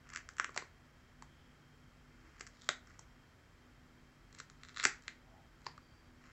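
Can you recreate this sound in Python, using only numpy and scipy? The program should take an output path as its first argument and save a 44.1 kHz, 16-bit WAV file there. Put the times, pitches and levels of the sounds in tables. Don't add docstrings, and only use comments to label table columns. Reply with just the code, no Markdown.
import sys
import numpy as np
from scipy import signal
from scipy.fft import rfft, irfft
from scipy.io import wavfile

SR = 44100
rng = np.random.default_rng(int(sys.argv[2]) if len(sys.argv) > 2 else 0)


def dump_mix(stems):
    frames = np.atleast_2d(stems).T
    limited = np.clip(frames, -1, 1)
    pcm = np.round(limited * 32767).astype(np.int16)
    wavfile.write(sys.argv[1], SR, pcm)


N = 278698
T = np.arange(N) / SR
LEAD_S = 64 / SR

# t/s, slip length/ms, cover f/Hz, level/dB
PAPER_SNAPS = [(0.16, 0.46, 1810, -31.5), (0.172, 1.1, 1830, -37), (.289, 0.77, 1660, -40.5),
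               (.383, 1.2, 1580, -37.5), (0.3976, 0.55, 1510, -20.5), (.444, 0.76, 1630, -28),
               (0.562, 1.3, 1610, -42), (0.5747, 1.65, 1920, -26), (2.4073, 3, 1820, -37.5),
               (2.6897, 1, 1650, -22), (2.9917, 1.8, 1920, -56), (4.3993, 2.8, 1550, -39.5),
               (4.7708, 1.6, 1620, -36.5), (4.7963, 3.4, 1910, -30), (4.8356, 5.8, 1690, -25),
               (4.8511, 1.8, 1780, -14.5), (4.869, 2, 1920, -33.5), (5.0799, 0.55, 2000, -32),
               (5.6652, 1.8, 1530, -38)]
# t/s, flap f/Hz, flap level/dB, thump level/dB
BOOK_KNOCKS = [(.4918, 1100, -46, -48.5), (.5625, 710, -35.5, -50), (.5746, 900, -38.5, -41),
               (.6215, 1030, -45, -46), (1.2222, 930, -46, -59), (2.4074, 750, -50, -46.5),
               (2.6897, 597, -32, -37.5), (2.9911, 890, -52, -61), (4.3993, 960, -55.5, -54),
               (4.8543, 763, -32.5, -31), (5.6654, 954, -34, -45), (5.777, 1200, -47, -60)]
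# t/s, level/dB
CREASE_TICKS = [(0.0896, -54), (0.1003, -49), (0.1349, -42.5), (0.1476, -47), (.367, -52.5), (0.389, -46),
                (1.2222, -52.5), (2.396, -54), (2.4661, -47.5), (2.4718, -49.5), (2.618, -58),
                (4.3267, -58), (4.3478, -53.5), (4.386, -51), (4.3912, -51), (4.4987, -53.5),
                (4.6334, -44.5), (4.6484, -50.5), (4.685, -50), (4.692, -51), (4.7442, -54), (4.762, -44),
                (4.8282, -48)]
# start t/s, tightest t/s, rustle level/dB, crease f/Hz,
# crease level/dB, tape level/dB (last two re cover, before dulling)
FLAP_PULLS = [(0.04, 0.163, -56.5, 4540, -18, -5.5), (0.376, 0.4, -65.5, 5370, -19.5, -8.5),
              (0.54, 0.563, -54.5, 4360, -9.5, -4), (2.087, 2.408, -66.5, 4500, -13, -4.5),
              (2.487, 2.671, -69, 3750, -1.5, -2.5), (2.846, 2.921, -64, 5100, -12, -9),
              (2.98, 2.994, -79, 5370, -5.5, 5.5), (4.284, 4.39, -66, 4020, -11, -4.5),
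              (4.58, 4.71, -66.5, 3920, -8, -11), (4.754, 4.837, -47, 3850, -4.5, -11.5),
              (4.826, 4.836, -51.5, 4330, -12.5, 0.5), (5.033, 5.076, -65.5, 4140, -10.5, -9),
              (5.656, 5.658, -65.5, 4720, -2, -18), (6.203, 6.277, -62, 4220, -14, -17.5)]
# f/Hz, relative level/dB
AIR_SPECTRUM = [(20, -10), (45, 0.5), (80, 0), (140, -3), (190, -7.5), (320, -10.5), (550, -15.5),
                (950, -17), (1350, -14), (2100, -16.5), (2700, -23.5), (3600, -28), (5400, -27),
                (6100, -31.5)]
# f/Hz, level/dB
HUM_TONES = [(43.1, -72.5), (96.9, -83.5), (144, -75), (247.6, -73.5), (328.4, -83)]
# start t/s, end t/s, f/Hz, width/Hz, level/dB
HISS_SWELLS = [(1.232, 1.58, 3200, 302, -76.5), (5.24, 5.49, 733, 240, -68), (5.78, 6.12, 4660, 201, -79)]


def snaps(thump_re_cover_db=-21.5):
    out = np.zeros(N)
    for t_s, slip_ms, cover_hz, level_db in PAPER_SNAPS:
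        thump = ring(slip(slip_ms), hz=380, width_hz=720, db=level_db + thump_re_cover_db)
        add(out, t_s - LEAD_S, buckle(t_s, slip_ms, cover_hz, level_db) + thump)
    return out


def buckle(t_s, slip_ms, cover_hz, level_db, typical_db=-33, dulling_db_per_db=0.2528):
    begun = [FLAP_PULLS[0]] + [pull for pull in FLAP_PULLS if pull[0] <= t_s]
    *_, crease_hz, crease_db, tape_db = begun[-1]
    treble_db = level_db - dulling_db_per_db * (level_db - typical_db)
    return crack(slip(slip_ms), cover_hz, crease_hz, level_db, treble_db + crease_db, treble_db + tape_db)


def slip(length_ms, samples=1024, rise_fraction=0.585):
    age = np.arange(samples) / (SR / 1000 * max(length_ms, .3) * rise_fraction)
    envelope = age * np.exp(-age ** 1.5 / 1.5)
    jerks = rng.standard_normal(samples) * envelope
    spectrum = rfft(np.roll(jerks, samples // 16))
    flattened = spectrum / (np.abs(spectrum) + 1e-9) ** .75
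    return irfft(flattened) * signal.windows.tukey(samples, 1 / 16)


def crack(force, cover_hz, crease_hz, cover_db, crease_db, tape_db):
    flex = signal.sosfilt(signal.butter(4, 1060, "high", fs=SR, output="sos"), force)
    cover = ring(flex, cover_hz, width_hz=1040, db=cover_db)
    crease = ring(flex, crease_hz, width_hz=960, db=crease_db)
    tape = ring(flex, hz=6700, width_hz=4400, db=tape_db)
    return cover - crease + tape


def ring(force, hz, width_hz, db):
    mode = band(band(force, hz, width_hz, order=1), hz, width_hz, order=1)
    return mode * undb(db) * np.sqrt(SR / 1000 / np.sum(mode ** 2))


def knocks():
    out = np.zeros(N)
    for t_s, flap_hz, flap_db, thump_db in BOOK_KNOCKS:
        force = slip(length_ms=1.3)
        thump = ring(force, hz=386, width_hz=310, db=thump_db)
        body = ring(force, hz=140, width_hz=120, db=thump_db - 14)
        flap = ring(force, flap_hz, width_hz=307, db=flap_db)
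        rattle = crack(force, cover_hz=1600, crease_hz=4360,
                       cover_db=flap_db - 5.5, crease_db=flap_db - 15.5, tape_db=flap_db - 14.5)
        add(out, t_s - LEAD_S, rattle + flap + thump - body)
    return out


def ticks(slip_ms=1.58, centre_hz=1670):
    out = np.zeros(N)
    for t_s, level_db in CREASE_TICKS + stray_creases():
        cover_hz = centre_hz * np.exp(0.055 * rng.standard_normal())
        add(out, t_s - LEAD_S, buckle(t_s, slip_ms, cover_hz, level_db))
    return out


def stray_creases(per_pull=4, spread_s=0.065, re_rustle_db=-3, scatter_db=3.5):
    return [(tightest_s - spread_s * early, rustle_db + re_rustle_db + scatter_db * size)
            for _, tightest_s, rustle_db, *_ in FLAP_PULLS
            for early, size in zip(rng.random(per_pull), rng.standard_normal(per_pull))]


def rustle(slips_per_s=2600, scatter_db=9.5, skin_db=3):
    sizes = undb(scatter_db * np.minimum(rng.exponential(size=N), 3))
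    grains = (rng.random(N) < slips_per_s / SR) * sizes * rng.choice([-1, 1], N)
    cover = unit(band(grains, hz=1700, width_hz=1100))
    skin = unit(band(grains, hz=3970, width_hz=2400) - 0.41 * band(grains, hz=7100, width_hz=1200))
    out = np.zeros(N)
    for start_s, tightest_s, rustle_db, _, crease_db, _ in FLAP_PULLS:
        envelope = undb(rustle_db + tension_db(start_s, tightest_s)) * (T > start_s)
        out += envelope * (cover + undb(skin_db + crease_db) * skin)
    return out


def tension_db(start_s, tightest_s, rise_db=13.5, relax_db_per_s=217):
    tightening_db = rise_db * (T - tightest_s) / (tightest_s - start_s)
    return np.where(T < tightest_s, tightening_db, relax_db_per_s * (tightest_s - T))


def room(x, low_t60_s=0.26, high_t60_s=0.19, wet_db=-9.0, build_s=0.0071, desk_db=-11, desk_s=0.00084):
    t = T[:SR // 2]
    noise = rng.standard_normal(len(t))
    low = signal.sosfilt(signal.butter(1, 2500, fs=SR, output="sos"), noise)
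    high = noise - low
    walls = low * undb(-60 * t / low_t60_s) + high * undb(-60 * t / high_t60_s)
    walls *= np.clip(t / build_s, 0, 1)
    desk = rng.standard_normal(len(t)) * t * np.exp(-t / desk_s)
    response = (undb(wet_db) * unit(walls) + undb(desk_db) * unit(desk)) / np.sqrt(len(t))
    return x + signal.fftconvolve(x, response)[:N]


def background(air_db=-63.5, whine_db=-83.0):
    knots_hz, knots_db = np.transpose(AIR_SPECTRUM)
    bins_hz = np.maximum(np.arange(N // 2 + 1) * SR / N, 1)
    shape = undb(np.interp(np.log(bins_hz), np.log(knots_hz), knots_db))
    air = irfft(rfft(rng.standard_normal(N)) * shape, N)
    out = undb(air_db) * unit(air)
    for hz, level_db in HUM_TONES:
        waver = noise_band(hz, width_hz=6.0)
        out += undb(level_db) * (np.sin(2 * np.pi * hz * T) + 0.84 * waver)
    out += undb(whine_db) * noise_band(hz=3182, width_hz=85)
    for start_s, end_s, hz, width_hz, level_db in HISS_SWELLS:
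        progress = np.clip((T - start_s) / (end_s - start_s), 0, 1)
        swell = np.sqrt(np.abs(np.sin(np.pi * progress)))
        out += undb(level_db) * swell * noise_band(hz, width_hz)
    return out


def noise_band(hz, width_hz):
    return unit(band(rng.standard_normal(N), hz, width_hz))


def band(x, hz, width_hz, order=2):
    low_hz = np.sqrt(hz ** 2 + width_hz ** 2 / 4) - width_hz / 2
    high_hz = min(low_hz + width_hz, SR / 2 - 1)
    return signal.sosfilt(signal.butter(order, [low_hz, high_hz], "band", fs=SR, output="sos"), x)


def undb(db):
    return 10 ** (np.asarray(db) / 20)


def unit(x):
    return x / np.sqrt(np.mean(x ** 2))


def add(out, t_s, x):
    i = max(int(t_s * SR), 0)
    out[i:i + len(x)] += x[:N - i]


def scene():
    book = snaps() + knocks() + ticks() + rustle()
    return (room(book) + background())[None]


def record(dry):
    mic_top_hz, top_hz = 7850, 15700
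    mic = signal.sosfilt(signal.cheby1(12, .2, mic_top_hz, fs=SR, output="sos"), dry)
    leak = undb(-36.5) * dry
    hiss = undb(-83.5) * signal.lfilter([1], [1, -.35], rng.standard_normal(dry.shape))
    return signal.sosfilt(signal.ellip(8, .2, 70, top_hz, fs=SR, output="sos"), mic + leak + hiss)


dry = scene()
out = record(dry)
dump_mix(out)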